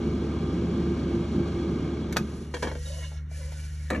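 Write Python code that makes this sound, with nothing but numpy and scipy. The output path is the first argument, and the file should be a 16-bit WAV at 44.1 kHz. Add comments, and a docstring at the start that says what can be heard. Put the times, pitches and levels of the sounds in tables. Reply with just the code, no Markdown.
"""A small room, close to an air fryer: its fan whirs with rushing air and motor tones over a low hum.
The drawer's catch snaps open and cuts the fan. The housing thuds, and the drawer knocks over its
runners and slides out with a sizzling scrape, its pan ringing, groaning and squealing from friction.
It rests briefly, slides on and clunks against its end stop."""
import sys
import numpy as np
from scipy import signal
from scipy.fft import rfft, irfft
from scipy.io import wavfile
from scipy.ndimage import map_coordinates

SR = 44100
rng = np.random.default_rng(int(sys.argv[2]) if len(sys.argv) > 2 else 0)


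def file_out(sig):
    """Save sig as 16-bit WAV at sys.argv[1]."""
    # one column per channel
    cols = np.atleast_2d(sig).T
    # limit, then scale
    lim = np.clip(cols, -1, 1)
    pcm = np.round(lim * 32767).astype(np.int16)
    wavfile.write(sys.argv[1], SR, pcm)


N = 176400


def amp(db):
    """Decibels to gain."""
    return 10 ** (np.asarray(db) / 20)


def unit(x):
    """Scale to rms 1."""
    return x / np.sqrt(np.mean(x ** 2) + 1e-20)


def curve(rows):
    """A (t/s, value) table as an envelope over the whole scene."""
    return np.interp(np.arange(N) / SR, *np.array(rows).T)


def per_bin(rows, size):
    """A (f/Hz, value) table at every frequency of a spectrum."""
    hz, value = np.array(rows, float).T
    return np.interp(np.log(np.fft.rfftfreq(size, 1 / SR) + 1), np.log(hz), value)


def colour(x, rows):
    """EQ x by a (f/Hz, level/dB) table, with a steep low cut below its first point; rms 1."""
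    low_cut = np.minimum(np.fft.rfftfreq(len(x), 1 / SR) / rows[0][0], 1) ** 3
    return unit(irfft(rfft(x) * amp(per_bin(rows, len(x))) * low_cut, len(x)))


def noise(size=N):
    """White noise."""
    return rng.standard_normal(size)


def wander(rate_hz):
    """Smooth random modulation up to about rate_hz; rms 1."""
    f = np.fft.rfftfreq(N, 1 / SR)
    return unit(irfft(rfft(noise()) / (1 + (f / rate_hz) ** 4), N))


def tone(hz):
    """A sine of rms 1 that follows a pitch curve."""
    return np.sqrt(2) * np.sin(2 * np.pi * (np.cumsum(hz) / SR + rng.random()))


def resonate(x, hz, width_hz, skirt=1):
    """A narrow resonance, its flanks steepened by a second one skirt times as wide; rms 1."""
    for width in (width_hz, skirt * width_hz):
        x = unit(signal.lfilter(*signal.iirpeak(hz, hz / width, SR), x))
    return x


def blows(hits, spectrum, modes, t60_s, ring_db, rise_s=0.0006):
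    """Each hit rings the modes over a plastic clatter whose treble dies first; each has its own tilt."""
    out, size = np.zeros(N), 16384
    t, f = np.arange(size) / SR, np.fft.rfftfreq(size, 1 / SR) + 1
    octaves_hz = 125 * 2. ** np.arange(8)
    mode_hz, mode_db, mode_t60 = np.array(modes).T[:, :, None]
    for start, db, tilt, pitch, length in hits:
        burst = rfft(colour(noise(size), [(hz, level + tilt * np.log2(hz)) for hz, level in spectrum]))
        clatter = 0
        for hz in octaves_hz:
            band = irfft(burst * np.interp(np.log(f), np.log(octaves_hz), octaves_hz == hz))
            band_t60 = length * t60_s * (1000 / hz) ** 0.089
            clatter = clatter + band * amp(-60 * t / band_t60)
        gain = amp(mode_db + tilt * np.log2(mode_hz) + 0.79 * noise(mode_hz.shape))
        tuned_hz = pitch * mode_hz * (1 + 0.011 * noise(mode_hz.shape))
        partials = gain * np.sin(2 * np.pi * tuned_hz * t) * amp(-60 * t / (length * mode_t60))
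        ring = partials.sum(0) / np.sqrt(np.sum(gain ** 2) / 2)
        body = (clatter + amp(ring_db) * ring) / np.hypot(1, amp(ring_db))
        attack = 1 - np.exp(-t / rise_s)
        i = int(start * SR)
        out[i:i + size] += (amp(db) * body * attack)[:N - i]
    return out


def fan():
    """Turbulent air, a ringing duct, blade and motor tones; all run down once the power is cut."""
    # air rushing through the housing: f/Hz, level/dB
    air_spectrum = [(30, -37), (60, -15), (120, -2), (165, 1), (235, 2.5), (270, -2.5), (380, -3.5),
                    (480, -13.5), (700, -22.5), (1000, -24.5), (1220, -24), (1450, -29.5), (1620, -29.5),
                    (1900, -39.5), (2250, -30.5), (2550, -34.5), (3400, -36), (4200, -35.5), (6000, -42),
                    (8000, -45), (10500, -48.5), (12500, -119)]
    # swells of the air's low rumble: t/s, level/dB
    rumble_swell = [(0, 0), (.7, 0.5), (.85, 0.5), (1, -1), (1.21, -0.5), (1.3, -5.5), (1.39, 5),
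                    (1.47, -5), (1.58, 0), (1.65, -1), (1.71, 0), (1.88, -0.5), (2.3, -1)]
    # air duct resonances: f/Hz, width/Hz, level/dB
    duct_modes = [(1208, 77, -54.5), (1583, 120, -59), (2150, 47, -65), (2262, 45, -62), (2400, 41, -69.5),
                  (2860, 80, -64.5), (3184, 100, -65), (3348, 58, -62.5)]
    # motor tones: multiple of the shaft rate, level/dB
    motor_tones = [(2.355, -42.5), (4.05, -41.5), (9.82, -47), (18.4, -62.5)]
    # the blade tone swells and fades: t/s, level/dB
    blade_level = [(0, -35.5), (.55, -39), (.62, -37), (.7, -37), (.93, -29.5), (.99, -46), (1.06, -33),
                   (1.2, -29), (1.26, -46.5), (1.41, -28), (1.54, -42), (1.6, -32), (1.8, -37),
                   (2.27, -38.5)]
    # nearness of the fan: t/s, level/dB
    nearness = [(0, -1.5), (.7, -0.5), (1.7, -0.5), (2.1, -3.5), (2.3, -6.5)]
    running_hz, blades, power_cut_s = 42.9, 8, 2.338
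    coast_s = np.maximum(np.arange(N) / SR - power_cut_s, 0)
    shaft_hz = running_hz * np.exp(-0.1 * coast_s ** 2) * (1 + 0.0018 * wander(3.3))
    swirl = 1 + 0.03 * tone(shaft_hz)  # one pulse a turn
    air = colour(noise(), air_spectrum) * amp(-28 + 0.67 * wander(53)) * swirl
    rumble = signal.sosfiltfilt(signal.butter(4, 425, fs=SR, output="sos"), air)
    air = air - rumble + rumble * amp(curve(rumble_swell))
    duct = sum(amp(db) * resonate(noise(), hz, width) for hz, width, db in duct_modes)
    motor = sum(amp(db + 3.1 * wander(2.4)) * tone(k * shaft_hz) for k, db in motor_tones)
    blade = amp(curve(blade_level)) * tone(blades * shaft_hz)
    whine = (motor + blade) * amp(-40 * coast_s)  # the tones die faster than the air
    return (air + duct + whine) * amp(curve(nearness) - 45 * coast_s)


def hum():
    """A compressor and the mains drone over quiet room tone."""
    # hum partials: f/Hz, level/dB
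    partials = [(49.8, -54.5), (74.7, -35.5), (100.2, -56.5), (149.4, -44.5)]
    # gentle rise and fall of the hum: t/s, level/dB
    hum_level = [(0, 1.5), (1.9, -0.5), (2.2, -2), (2.42, -5), (2.55, -2.5), (2.75, 1), (3.3, 0.5), (4, 1)]
    # room tone: f/Hz, level/dB
    room_spectrum = [(25, -32), (52, 5.5), (85, -2), (125, -8), (190, -13), (250, -15), (330, -23),
                     (700, -35), (1800, -32), (4000, -60.5), (12000, -75)]
    drone = sum(amp(db) * tone(hz * (1 + 0.00027 * wander(2.0))) for hz, db in partials)
    return drone * amp(curve(hum_level)) + amp(-46) * colour(noise(), room_spectrum)


def latch_snap():
    """The catch lets go in a tight cluster of sharp clicks."""
    # clicks: t/s, level/dB, tilt/dB per octave, pitch ratio, ring time ratio
    hits = [(2.1255, -30.5, 3.5, 0.86, 1), (2.1635, -20, -5.5, 1, 0.34), (2.1678, -14.5, 0, 1, 0.92),
            (2.1735, -35, -2.5, 0.79, 1)]
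    # noise of a click: f/Hz, level/dB
    spectrum = [(300, -29), (500, -4.5), (1000, -9), (1500, 3), (2500, -14), (4000, -8), (6000, -12),
                (9000, -16), (12000, -19), (15000, -68)]
    # modes of the catch: f/Hz, level/dB, t60/s
    modes = [(546, 9, 0.034), (830, 5, 0.038), (1255, -7, 0.064), (1500, -6, 0.056), (2060, -2, 0.04),
             (2540, 5, 0.037), (3570, -15, 0.022), (5700, -21, .03)]
    return blows(hits, spectrum, modes, t60_s=0.042, ring_db=-3.5, rise_s=0.0002)


def friction():
    """Tiny slips of uneven size over a smooth hiss."""
    slips_per_s, spread_db, slip_share = 1800, 2, 0.43
    slips = (rng.random(N) < slips_per_s / SR) * np.sign(noise())
    sizes = amp(spread_db * np.minimum(rng.exponential(size=N), 5))
    return np.sqrt(slip_share) * unit(slips * sizes) + np.sqrt(1 - slip_share) * noise()


def slide_hiss():
    """The sliding drawer sizzles, louder the faster it is pulled."""
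    # hiss of the slide: f/Hz, level/dB
    spectrum = [(350, -2), (520, -3.5), (800, -5.5), (1000, -10.5), (1250, -12), (1700, 0), (2300, -11),
                (2650, -2.5), (3000, -2), (3600, -5.5), (4600, 0), (6000, 1), (8000, -0.5), (10500, 2),
                (12000, -18), (13200, -29)]
    # speed of the pull, as loudness: t/s, level/dB
    pull = [(2.17, -32), (2.22, -8.5), (2.42, -4.5), (2.5, -12), (2.6, 0.5), (2.76, -4.5), (2.88, 5),
            (3.04, 2.5), (3.12, -4), (3.19, -13), (3.24, -24), (3.28, -29), (3.31, -7), (3.38, 2),
            (3.49, -3), (3.56, 1.5), (3.72, -3.5), (3.89, -4.5), (4, -9)]
    return colour(friction(), spectrum) * amp(-51 + curve(pull) + wander(25))


def housing_thuds():
    """The housing takes the load with low, soft-edged thuds."""
    # thuds: t/s, level/dB, tilt/dB per octave, pitch ratio, ring time ratio
    hits = [(2.194, -19, -2, 0.94, 1), (3.912, -20.5, 1, 0.98, 0.88), (3.962, -21, -1, 1, 0.84)]
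    # noise of a thud: f/Hz, level/dB
    spectrum = [(110, 1), (180, -2), (260, -2), (350, 0), (480, -21), (1200, -60)]
    # low modes of the housing: f/Hz, level/dB, t60/s
    modes = [(180, -4.5, 0.12), (226.3, 3.5, .16), (327, -5, 0.13)]
    return blows(hits, spectrum, modes, t60_s=0.15, ring_db=3, rise_s=0.012)


def runner_knocks():
    """The drawer knocks on its runners and rings hollow."""
    # knocks: t/s, level/dB, tilt/dB per octave, pitch ratio, ring time ratio
    hits = [(2.539, -24, -0.5, 0.99, 0.68), (2.543, -29, 3, 1.01, 0.74), (2.566, -31.5, 0.5, 0.96, 0.64),
            (2.6235, -30, 3, 0.95, 1.1), (2.6275, -22, 1.07, 1, 1.06), (2.6455, -28, -5.5, 1.07, 1.3),
            (2.671, -27.5, 0, 1, 0.94), (2.683, -38, 0, 1.1, 0.74), (2.7145, -30, -1, 1, 0.72),
            (2.7515, -32.5, 0, 0.98, 0.77)]
    # noise of a knock: f/Hz, level/dB
    spectrum = [(200, 4), (320, 7), (420, 4.5), (510, 4.5), (780, -13), (1050, 2), (1290, -37), (1650, 3.5),
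                (2080, -23), (2300, -13), (2600, -22), (3100, -15.5), (4300, -13.5), (6000, -18.5),
                (9000, -22), (13000, -47)]
    # modes of the drawer on its runners: f/Hz, level/dB, t60/s
    modes = [(228, -10, 0.15), (306, 4, 0.064), (496.2, 5.5, 0.26), (686, -0.5, 0.13), (870, -1.5, 0.12),
             (976, 6.5, 0.051), (1090, 3, 0.029), (1475, 0.5, 0.064), (1582, 1.5, 0.07), (1684, 2, 0.044),
             (1847, -2.5, 0.15), (1936, -19, 0.087), (2284, 1.5, 0.042), (2810, -10.5, 0.16),
             (3178, -9, 0.19), (3620, -22, .06)]
    return blows(hits, spectrum, modes, t60_s=0.1, ring_db=1.5)


def pan_rub():
    """Uneven friction at the rim rings the pan, with new resonances once it hangs far out."""
    # resonances of the hollow pan, its thin rim and the overhanging pan: f/Hz, width/Hz, level/dB
    hollow = [(499, 25, -1), (547, 33, 3), (1004, 66, -6)]
    rim = [(1385, 31, -5.5), (1653, 59, -6), (1894, 66, -2), (2207, 36, -4), (2884, 210, -5),
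           (3610, 150, -6.5), (4170, 140, -9.5), (5430, 100, -7), (5900, 120, -8), (6450, 110, -10)]
    overhang = [(640, 55, -12.5), (910, 96, -11), (1470, 89, 2.5), (1750, 120, 1), (2040, 60, -0.5),
                (2330, 70, 3), (2880, 130, -1.5), (5300, 60, -11)]
    # envelope of each set: t/s, level/dB
    hollow_level = [(2.65, -67), (2.76, -53), (2.83, -65), (2.89, -50), (2.96, -54), (3.04, -48.5),
                    (3.09, -61), (3.25, -74), (3.42, -54), (3.55, -60), (3.7, -77), (4, -62)]
    rim_level = [(2.55, -62), (2.68, -50), (2.77, -57), (2.82, -56), (2.88, -57), (3.0, -53.5),
                 (3.045, -45.5), (3.09, -57), (3.18, -55), (3.25, -72.5), (3.4, -65), (4, -58)]
    overhang_level = [(3.26, -74), (3.34, -57.5), (3.43, -55.5), (3.5, -59.5), (3.56, -53), (3.68, -56.5),
                      (3.78, -63), (3.87, -61), (4, -56)]
    out = 0
    for modes, level in [(hollow, hollow_level), (rim, rim_level), (overhang, overhang_level)]:
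        ring = 0
        for hz, width, db in modes:
            scrape = friction() * amp(3.1 * wander(16))
            ring = ring + amp(db) * resonate(scrape, hz, width, skirt=4)
        out = out + unit(ring) * amp(curve(level))
    return out


def runner_groan():
    """Friction on the runner rings one hollow resonance, higher while the pull is firm."""
    # glide of the groan: t/s, f/Hz, level/dB
    glide = [(2.82, 507, -72), (2.89, 543, -47), (2.94, 614, -55), (3.0, 670, -49.5), (3.045, 600, -58),
             (3.09, 555, -77), (3.2, 550, -95)]
    times, hz, db = np.array(glide).T
    ring = resonate(friction(), hz[0], width_hz=45, skirt=2)
    playhead = np.cumsum(curve(np.c_[times, hz]) / hz[0])  # varispeed bends the pitch
    return map_coordinates(ring, [playhead], order=1, mode="mirror") * amp(curve(np.c_[times, db]))


def rim_squeals():
    """The rim sticks and slips in short, rough, nearly pure tones."""
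    # squeals: t/s, hold/s, f/Hz, level/dB
    squeals = [(2.852, 0.018, 3790, -50), (2.89, 0.035, 3760, -56), (2.866, 0.039, 2940, -57),
               (2.924, 0.025, 2900, -52.5), (2.98, .035, 2940, -53), (3.028, 0.03, 2880, -48.5),
               (3.062, 0.027, 2890, -56), (3.945, 0.011, 1748, -35)]
    attack_s, release_s = 0.0045, 0.008
    t, out = np.arange(N) / SR, 0
    waver, rough_db = 1 + 0.01 * wander(200), 2 * wander(220)
    for start, hold, hz, db in squeals:
        attack = np.clip((t - start) / attack_s, 0, 1)
        release = np.exp(-np.maximum(t - start - hold, 0) / release_s)
        out = out + amp(db + rough_db) * attack * release * tone(hz * waver)
    return out


def pan_bumps():
    """The pan bumps softly as it slides."""
    # bumps: t/s, level/dB, tilt/dB per octave, pitch ratio, ring time ratio
    hits = [(3.116, -44, 0.5, 0.91, 2.1), (3.3135, -43, -5, 1.16, 0.49), (3.521, -42.5, 5, .95, 0.84)]
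    # noise of a bump: f/Hz, level/dB
    spectrum = [(400, -10), (600, 3), (900, -10), (1300, -17), (3000, -21), (9000, -42)]
    # modes of the bumped pan: f/Hz, level/dB, t60/s
    modes = [(600, -0.5, 0.047), (678, -3, .05), (919, -7.5, 0.07)]
    return blows(hits, spectrum, modes, t60_s=0.073, ring_db=1.5)


def end_stop_clunks():
    """The drawer chatters against its end stop."""
    # clunks: t/s, level/dB, tilt/dB per octave, pitch ratio, ring time ratio
    hits = [(3.9025, -23, 3.5, 1.05, 0.5), (3.908, -23, -1, 1.04, 0.73), (3.919, -23.5, -5.5, 1.02, 1),
            (3.931, -25, -1, 1.04, 0.76), (3.9475, -28.5, 0, 1.26, 0.58), (3.959, -29, -0.5, 1.1, 0.62),
            (3.976, -27, -6.5, 0.93, 0.9)]
    # noise of a clunk: f/Hz, level/dB
    spectrum = [(200, 4.5), (350, -1.5), (430, 0), (560, 2), (800, -11.5), (1250, -2.5), (1500, -20),
                (1750, -3), (2000, -19), (2400, -11), (3100, -24), (4100, -19), (5500, -32), (8000, -25),
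                (13000, -46)]
    # modes of the drawer when fully out: f/Hz, level/dB, t60/s
    modes = [(323, -4, .2), (502.5, 1.5, 0.25), (580, -5, 0.048), (692, 0, 0.046), (947, -13, 0.11),
             (1190, 1.5, 0.036), (1280, -3, 0.086), (1698, -2, .07), (1795, 3, 0.06), (2162, -3, 0.18),
             (2322, -6.5, 0.13), (3920, -14, 0.065)]
    return blows(hits, spectrum, modes, t60_s=0.087, ring_db=-1.5)


def reflections(x, t60_s):
    """Dense reflections of a small room, as strong as their source."""
    t = np.arange(SR // 2) / SR
    tail = noise(len(t)) * amp(-60 * t / t60_s) * (t > 0.003)
    return signal.fftconvolve(x, tail / np.linalg.norm(tail))[:N]


def microphone_pair(sound):
    """Two microphone ports hear the sound apart in phase and level; diffuse reflections widen it."""
    # lead of the left port: f/Hz, phase/rad
    lead = [(20, 0), (1640, 0), (2240, .4), (2580, 1.1), (3270, .4), (3960, .8), (4600, 1.8), (5300, 5.2),
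            (5770, 6.2), (6200, 6.5), (8500, 9.0), (10200, 10.0), (11500, 12.3), (13000, 12.7)]
    # left over right: f/Hz, level/dB
    balance = [(110, 0), (360, -.6), (650, .6), (1180, 2.3), (2150, .3), (3900, -1.2), (7000, 0)]
    # diffuse share of the sound: f/Hz, level/dB
    diffuse_share = [(70, -42), (250, -26), (600, -13), (2000, -9), (5000, -11), (10000, -16)]
    size, sides = N + SR, np.array([[1], [-1]])
    diffuse = rfft(reflections(sound, t60_s=0.026), size) * amp(per_bin(diffuse_share, size))
    gain = amp(sides * per_bin(balance, size) / 2)
    phase = np.exp(1j * sides * per_bin(lead, size) / 2)
    return irfft((rfft(sound, size) + sides * diffuse) * gain * phase, size)[:, :N]


def scene():
    """Fan and hum as the bed, the drawer's scrape and hits on top, a short room tail on the hits."""
    bed = fan() + hum()
    scrape = slide_hiss() + pan_rub() + runner_groan() + rim_squeals()
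    hits = latch_snap() + housing_thuds() + runner_knocks() + pan_bumps() + end_stop_clunks()
    return microphone_pair(bed + scrape + hits + amp(-9) * reflections(hits, t60_s=0.12))


def record(dry):
    """A phone's steep low-pass cuts the top."""
    return signal.sosfilt(signal.ellip(8, 0.2, 70, 13400, fs=SR, output="sos"), dry)


dry = scene()
out = record(dry)
file_out(out)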